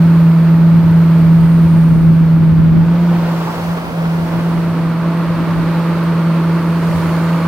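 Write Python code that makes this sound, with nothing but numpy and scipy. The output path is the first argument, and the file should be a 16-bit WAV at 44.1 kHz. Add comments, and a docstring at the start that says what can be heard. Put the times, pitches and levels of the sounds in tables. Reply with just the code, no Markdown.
"""From the start a big diesel excavator digs behind a fence: its exhaust drones on one low note over fan
roar, knock, turbo and hydraulics; a second engine hums farther off and a breeze rumbles on the microphone.
Freed of its load the engine surges, then a pickup rolls by a few steps away and screens the machine for
a moment, while the upper body swings round; later comes one faint tick.
Tones are summed sines that waver; roars and hisses are coloured noise; whistles are narrow noise bands."""
import sys
import numpy as np
from scipy import signal
from scipy.fft import rfft, irfft, next_fast_len
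from scipy.io import wavfile
from scipy.ndimage import uniform_filter1d

SR = 44100
rng = np.random.default_rng(int(sys.argv[2]) if len(sys.argv) > 2 else 0)


def wav_out(sig):
    """Save sig, one row per channel (or a flat mono array), as 16-bit PCM at SR to the path in sys.argv[1]."""
    wavfile.write(sys.argv[1], SR, np.round(np.clip(np.atleast_2d(sig).T, -1, 1) * 32767).astype(np.int16))


N = 329427
TIME = np.arange(N) / SR


def from_db(db):
    """Decibels to gain."""
    return 10 ** (np.asarray(db) / 20)


def rms_one(x):
    """Scale to unit power."""
    return x / np.sqrt(np.mean(x ** 2) + 1e-20)


def in_time(rows):
    """Each column of a curve table at every sample."""
    time_s, *columns = np.transpose(rows)
    return [np.interp(TIME, time_s, column) for column in columns]


def at_hz(points, hz):
    """Read a table on a log-frequency axis."""
    known_hz, values = np.transpose(points)
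    return np.interp(np.log(hz + 1), np.log(known_hz), values)


def pan(left_db):
    """Gains of the two channels, left_db apart; negative leans right."""
    return from_db(np.array([[left_db], [-left_db]]) / 2)


def swell(at_s, half_length_s):
    """A smooth bump of height 1, down to 1/e at the half length."""
    return np.exp(-((TIME - at_s) / half_length_s) ** 2)


def drift(rate_hz):
    """Slow chance of spread 1: noise smoothed twice."""
    step = 40  # samples between slow values
    pole = np.exp(-2 * np.pi * rate_hz * step / SR)
    chance = rng.standard_normal(N // step + 2002)
    # the first 2000 values let the smoothing settle
    slow = signal.lfilter([1], [1, -2 * pole, pole * pole], chance)[2000:]
    return np.interp(np.arange(N) / step, np.arange(len(slow)), rms_one(slow))


# how alike the two microphone channels hear a wide sound: hz, likeness (0 to 1)
LIKENESS = [(60, 0.69), (200, 0.92), (400, 0.93), (1300, 0.81), (2400, 0.59), (4400, 0.099), (7000, 0),
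            (15000, 0)]


def noise(spectrum, likeness=LIKENESS):
    """Stereo noise of a given colour, its channels as alike at each pitch as the likeness says; rms 1."""
    size = next_fast_len(N, True)
    hz = np.arange(size // 2 + 1) * SR / size
    mid, side = rfft(rng.standard_normal((2, size)))
    alike = np.clip(at_hz(likeness, hz), -1, 1)
    both = np.sqrt(1 + alike) * mid + np.sqrt(1 - alike) * side * [[1], [-1]]
    # beyond its first and last points the spectrum falls away
    below = 1 + (.7 * spectrum[0][0] / (hz + 1)) ** 6
    above = 1 + (.7 * hz / spectrum[-1][0]) ** 6
    colour = from_db(at_hz(spectrum, hz)) / np.sqrt(below * above)
    return rms_one(irfft(both * colour, size)[:, :N])


def whistle(hz, width_hz):
    """A narrow band of turbulence around a centre that may move; rms 1."""
    white = rng.standard_normal((2, 2, N))
    lowpass = signal.butter(2, width_hz / 2, fs=SR, output="sos")
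    in_phase, quadrature = signal.sosfilt(lowpass, white)
    angle = 2 * np.pi * np.cumsum(hz * np.ones(N)) / SR
    return rms_one(in_phase * np.cos(angle) + quadrature * np.sin(angle))


GROUND_DELAY_S, GROUND_SHARE = 0.00066, 0.24


def off_the_ground(x, dull_hz):
    """A dull ground echo just behind the direct sound carves notches into it; rms 1."""
    dull = signal.sosfiltfilt(signal.butter(1, dull_hz, fs=SR, output="sos"), x)
    echo = np.array([np.interp(TIME - GROUND_DELAY_S, TIME, channel) for channel in dull])
    return rms_one(x + GROUND_SHARE * echo)


# the governed speed in firings per s, and its sag while digging and further with the bucket full
GOVERNED_HZ, DIG_SAG_HZ, FULL_SAG_HZ = 166.5, 1.0, 3.1
# the bucket bites deeper, starts to break out of the soil, and is free
BITE_S, BREAKOUT_S, FREE_S = 1.6, 2.65, 3.0
# the overshoot once free; the governor's hunting, at all times but the heaviest load, most after release
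SURGE_HZ, SETTLE_S, HUNT_HZ, SURGE_HUNT_HZ, HUNT_PERIOD_S = 3.0, 1.0, .75, 1.5, .74


def engine_speed():
    """Firings per second: load drags the engine down, release lets it overshoot, the governor hunts."""
    digging = np.interp(TIME, [BREAKOUT_S, FREE_S], [1, 0])
    filling = np.interp(TIME, [BITE_S, BREAKOUT_S], [0, 1])
    sag = digging * (DIG_SAG_HZ + FULL_SAG_HZ * filling)
    surge = (1 - digging) * np.exp(-np.maximum(TIME - FREE_S, 0) / SETTLE_S)
    hunt_depth = HUNT_HZ * (1 - digging * filling) + SURGE_HUNT_HZ * surge
    hunt = hunt_depth * np.cos(2 * np.pi * (TIME - FREE_S) / HUNT_PERIOD_S)
    return GOVERNED_HZ - sag + SURGE_HZ * surge + hunt


# the upper body swings round: start_s, end_s
SWING_S = (3.6, 4.7)


def swung():
    """How far the upper body has turned, 0 to 1."""
    return np.interp(TIME, SWING_S, [0, 1])


# exhaust note while digging, then while lifting, before shadow and flutter: time_s, level_db
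DRONE_DIGGING = [(0.22, -7.5), (0.79, -7.5), (2.4, -8), (3.04, -10), (3.3, -15)]
DRONE_LIFTING = [(4.4, -15), (5.44, -15.5), (6.3, -13), (7.4, -15)]
# parts of the pickup that block the exhaust note: middle_s, half_length_s, loss_db
SHADOWS = [(3.545, 0.12, -7), (3.867, 0.084, -15), (4.307, 0.051, -3.5)]
# exhaust overtones from the second up, at governed speed:
# digging_level_db, swung_level_db, gain_db_per_hz (of engine speed)
OVERTONES = [(-33.5, -33.5, 0.4), (-46, -40.5, 1.5), (-45, -39.5, 0.9)]


def exhaust(turns, firing_hz, flutter_db=0.82, waver_rad=0.03,
            overtone_flutter_db=1.0, scatter_rad=0.12, overtone_shadow_db=-14):
    """Firing pulses boom almost as a pure sine; moving air wavers the overtones; the pickup shadows both."""
    drone_db, = in_time(np.vstack([DRONE_DIGGING, DRONE_LIFTING]))
    shadow_db = sum(db * swell(at_s, half_s) for at_s, half_s, db in SHADOWS)
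    note_db = drone_db + shadow_db + flutter_db * drift(14)
    note = from_db(note_db) * np.cos(2 * np.pi * turns + waver_rad * drift(12))

    hidden_db = overtone_shadow_db * swell(at_s=3.86, half_length_s=0.24)
    for multiple, (digging_db, swung_db, db_per_hz) in enumerate(OVERTONES, 2):
        facing_db = digging_db + swung() * (swung_db - digging_db)
        level_db = facing_db + db_per_hz * (firing_hz - GOVERNED_HZ) + hidden_db
        angle = 2 * np.pi * multiple * turns + scatter_rad * drift(4.5)
        note = note + from_db(level_db + overtone_flutter_db * drift(3.7)) * np.cos(angle)
    return np.sqrt(2) * note * pan(-.9)  # the root makes the levels rms


# colour of the exhaust boom: hz, relative_db
BOOM = [(25, -33.5), (55, -17), (90, -10), (200, -2), (300, 0), (360, -5.5), (430, -18), (800, -48.5)]
BOOM_DB = -27  # while digging, before drift and screening


def exhaust_boom(swung_boom_db=-1.1):
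    """Turbulent gas leaving the stack, heard almost alike in both channels."""
    level_db = BOOM_DB + swung_boom_db * swung() + 0.81 * drift(6.6)
    return from_db(level_db) * noise(BOOM, likeness=[(80, 0.91), (300, 1.0)])


# colour of the fan and block before the ground echo: hz, relative_db
ROAR = [(200, -20), (330, 1.5), (430, 0.5), (620, 3.5), (760, -6), (900, -0.5), (1150, -2.5), (1400, -5),
        (1700, -10), (2300, -10), (3000, -18.5), (4400, -20.5), (6000, -35.5), (9000, -48)]


def machine(turns, roar_db, knock=.11, knock_hz=1400, uneven=.3, patchy_db=0.66):
    """Fan and block roar; above the knock edge it pulses with each firing of six unequal cylinders."""
    roar = off_the_ground(noise(ROAR), dull_hz=3380) * from_db(patchy_db * drift(28))
    bright = signal.sosfiltfilt(signal.butter(2, knock_hz, "high", fs=SR, output="sos"), roar)
    strengths = 1 + uneven * rng.standard_normal(size=6)
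    cylinder = strengths[turns.astype(int) % 6]
    knocking = knock * cylinder * np.sin(2 * np.pi * turns) * bright
    return from_db(roar_db) * (roar + knocking) * pan(-2.3)


# bands in which the engine housing resonates, levels against the roar level:
# pitch_hz, width_hz, digging_db, swung_db
HOUSING = [(883.5, 136, -8, -8), (1106, 280, -20.5, -6), (2390, 160, -29, -33)]


def housing(roar_db):
    """Panels and louvres colour the roar; the colour changes as the upper body swings round."""
    out = 0
    for hz, width_hz, digging_db, swung_db in HOUSING:
        facing_db = digging_db + swung() * (swung_db - digging_db)
        out = out + from_db(roar_db + facing_db) * whistle(hz, width_hz)[0]
    return out * pan(-.8)


# colour of the oil hiss: hz, relative_db
HISS = [(2500, -8.5), (4500, 4), (6300, -1), (7400, -4.5), (8700, 0.5), (10100, -3), (11100, 0.5),
        (12600, -0.5), (14300, 2), (15800, -1)]
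# oil squeezing through a valve: middle_s, half_length_s, pitch_hz, width_hz, level_db (before screening)
VALVES = [(1.74, .4, 9070, 600, -53.5), (5.8, 0.41, 3900, 590, -50), (7.1, .3, 10000, 1600, -58),
          (7.2, 0.48, 6800, 500, -55)]


def hydraulics(hiss_db, trim_db=6.0, turned_away_db=-3.5, beam_hz=11000):
    """Oil hiss rises and falls with the work, its very top beamed away in the swing; valves rush narrowly."""
    hiss = noise(HISS)
    top = signal.sosfiltfilt(signal.butter(4, beam_hz, "high", fs=SR, output="sos"), hiss)
    beamed = hiss + (from_db(turned_away_db * swung()) - 1) * top
    out = from_db(hiss_db + trim_db) * beamed
    for at_s, half_s, hz, width_hz, db in VALVES:
        out = out + from_db(db) * swell(at_s, half_s) * whistle(hz, width_hz)
    return out * pan(-.5)


# turbocharger whistle before flutter: time_s, level_db
TURBO = [(0, -55.5), (1.1, -53), (2.0, -60.5), (2.8, -63.5), (4.0, -63), (5.5, -62), (6.3, -61), (7.4, -57)]
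# the turbine spools up to its working pitch, and rises when the smoothed engine speed passes governed
TURBO_HZ, SPOOL_HZ, SPOOL_S, TURBO_HZ_PER_HZ, TURBO_SMOOTH_S = 14635, 420, 1.4, 45, .74


def turbo(firing_hz, flutter_db=-0.5, lower_db=-13.0):
    """A thin whistle climbs as the turbine spools up, with a fainter order at three quarters of its pitch."""
    level_db, = in_time(TURBO)
    drive_hz = uniform_filter1d(firing_hz - GOVERNED_HZ, size=int(TURBO_SMOOTH_S * SR))
    spooling_hz = TURBO_HZ - SPOOL_HZ * np.exp(-TIME / SPOOL_S)
    hz = spooling_hz + TURBO_HZ_PER_HZ * np.maximum(drive_hz, 0)
    tones = whistle(hz, width_hz=80) + from_db(lower_db) * whistle(hz * 3 / 4, width_hz=100)
    return from_db(level_db + flutter_db * drift(6)) * tones


# second engine, farther off, before flutter: time_s, firing_level_db, octave_level_db
FAR_ENGINE = [(0, -33.5, -50.5), (2.1, -30.5, -45.5), (3.6, -49.5, -42.5), (4.2, -49, -36),
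              (6.0, -45, -32.5), (6.9, -36, -34)]
FAR_FIRING_HZ = 88.4


def far_engine(flutter_db=2.5):
    """Another diesel at nearly constant speed; its firing tone and the octave above carry this far."""
    low_db, high_db = in_time(FAR_ENGINE)
    angle = 2 * np.pi * np.cumsum(FAR_FIRING_HZ + .25 * drift(2.7)) / SR
    low = from_db(low_db + flutter_db * drift(5)) * np.sin(angle)
    high = from_db(high_db + flutter_db * drift(3)) * np.sin(2 * angle)
    return np.sqrt(2) * (low + high)


# colour of wind rumble on the microphone: hz, relative_db
WIND = [(18, -22.5), (35, -10), (60, -2.5), (100, 2.5), (160, -3.5), (250, -5.5), (400, -24), (900, -44)]
# gusts before their lumps: strongest_s, half_length_s, level_db
GUSTS = [(0.767, 0.17, -22), (1.35, 0.2, -25), (1.97, 0.33, -20.5), (2.655, 0.3, -18), (3.673, 0.067, -33),
         (4.338, 0.29, -31.5), (5.54, 0.22, -27), (6.984, .16, -31)]
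# the light air between gusts: level at first, and its fall
LULL_DB, LULL_FALL_DB_PER_S = -30.5, 0.93
THUMP_S, THUMP_DB = 2.6, -14


def breeze(lumpy_db=1.0, eddy_db=2.0):
    """Gusts rise from light air, eddies buffet each microphone port; the strongest lands with a thump."""
    lull = from_db(LULL_DB - LULL_FALL_DB_PER_S * TIME)
    flow = lull + sum(from_db(db) * swell(at_s, half_s) for at_s, half_s, db in GUSTS)
    # eddies shared by both ports, and lumps at each port alone
    lumps_db = eddy_db * drift(7.4) + lumpy_db * np.array([drift(12), drift(21)])
    thump = from_db(THUMP_DB) * swell(THUMP_S, half_length_s=0.009)
    force = flow * from_db(lumps_db) + thump
    return force * noise(WIND, likeness=[(30, 0.0081), (300, 0.084)]) * pan(1.0)


# colours of tyre roar and tyre hiss: hz, relative_db
TYRES = [(50, -15.5), (120, -2), (300, -8.5), (500, 1.5), (750, -1), (950, -0.5), (1400, -6.5), (2000, -14),
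         (3000, -17.5), (5000, -30), (9000, -49.5)]
TYRE_HISS = [(1500, 0), (3000, 5.5), (5000, 6), (7000, 0), (10000, -5.5), (15800, 1)]
# the pickup's axles, levels when nearest before flutter and sweep:
# nearest_s, half_length_s, roar_level_db, hiss_level_db
PICKUP = [(3.472, 0.5, -26.5, -39.5), (4.138, 0.5, -27.5, -46)]


def pickup(sweep_db=1.0, lag_s=0.00019, coarse_db=1.64):
    """Front and rear axle each swell and fade with distance, their treads drumming on coarse asphalt."""
    # from close by and low down the sound reaches one microphone port later than the other
    left_time = TIME - lag_s * swell(at_s=3.97, half_length_s=0.76)
    out = 0
    for at_s, half_s, roar_db, hiss_db in PICKUP:
        along = (TIME - at_s) / half_s
        nearness = 1 / np.sqrt(1 + along ** 2)
        tread = noise(TYRES, likeness=[(300, .93), (5000, 0.55)])
        roar = from_db(roar_db + coarse_db * drift(32)) * nearness ** 1.72 * tread
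        # the hiss is beamed sideways and so dies away faster than the roar
        sizzle = noise(TYRE_HISS, likeness=[(2000, 0.53), (9000, .15)])
        hiss = from_db(hiss_db) * nearness ** 2.9 * sizzle
        # it crosses from left to right
        sweep = from_db(sweep_db * along * nearness * np.array([[-1], [1]]))
        left, right = (roar + hiss) * sweep
        out = out + np.array([np.interp(left_time, TIME, left), right])
    return out


def pickup_fan(level_db=-24.0):
    """The radiator fan whooshes briefly, as a band of turbulence, as the grille goes by."""
    return from_db(level_db) * swell(at_s=3.49, half_length_s=0.025) * whistle(hz=986, width_hz=270)


def tick(level_db=-41):
    """One faint, very high tick: a very short burst of band noise."""
    return from_db(level_db) * swell(at_s=6.039, half_length_s=.002) * whistle(hz=13400, width_hz=4000)


# the machine's work, before the roar and hiss trims and the screening: time_s, roar_db, hydraulic_hiss_db
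WORK = [(0, -30.5, -49.5), (.7, -31, -52.5), (1.05, -30.5, -50.5), (1.75, -32, -51), (2.75, -34.5, -56),
        (3.2, -29.5, -50), (3.65, -26.5, -40.5), (4.0, -31, -45), (4.95, -30, -51), (5.75, -27.5, -48),
        (6.2, -28, -49.5), (6.75, -28.5, -47.5), (6.97, -27, -44), (7.45, -27, -47.5)]


def scene(screen_db=-7.5, roar_trim_db=2.5):
    """The excavator, its body dimmed while the pickup stands in between, and everything around."""
    firing_hz = engine_speed()
    turns = np.cumsum(firing_hz) / SR  # firings so far
    roar_db, hiss_db = in_time(WORK)
    screen = from_db(screen_db * swell(at_s=3.75, half_length_s=0.44))
    body = exhaust_boom() + machine(turns, roar_db + roar_trim_db) + housing(roar_db) + hydraulics(hiss_db)
    # the exhaust note has shadows of its own
    excavator = exhaust(turns, firing_hz) + screen * body + turbo(firing_hz)
    return excavator + far_engine() + breeze() + pickup() + pickup_fan() + tick()


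CUTOFF_HZ = 15800


def record(dry):
    """The sound opens softly, its highest peaks are rounded and the top is cut steeply."""
    opening = np.minimum(TIME / .004, 1)
    rounded = dry / (1 + (dry / .98) ** 10) ** .1
    top_cut = signal.ellip(10, .1, 80, CUTOFF_HZ, fs=SR, output="sos")
    return signal.sosfilt(top_cut, opening * rounded)


dry = scene()
out = record(dry)
wav_out(out)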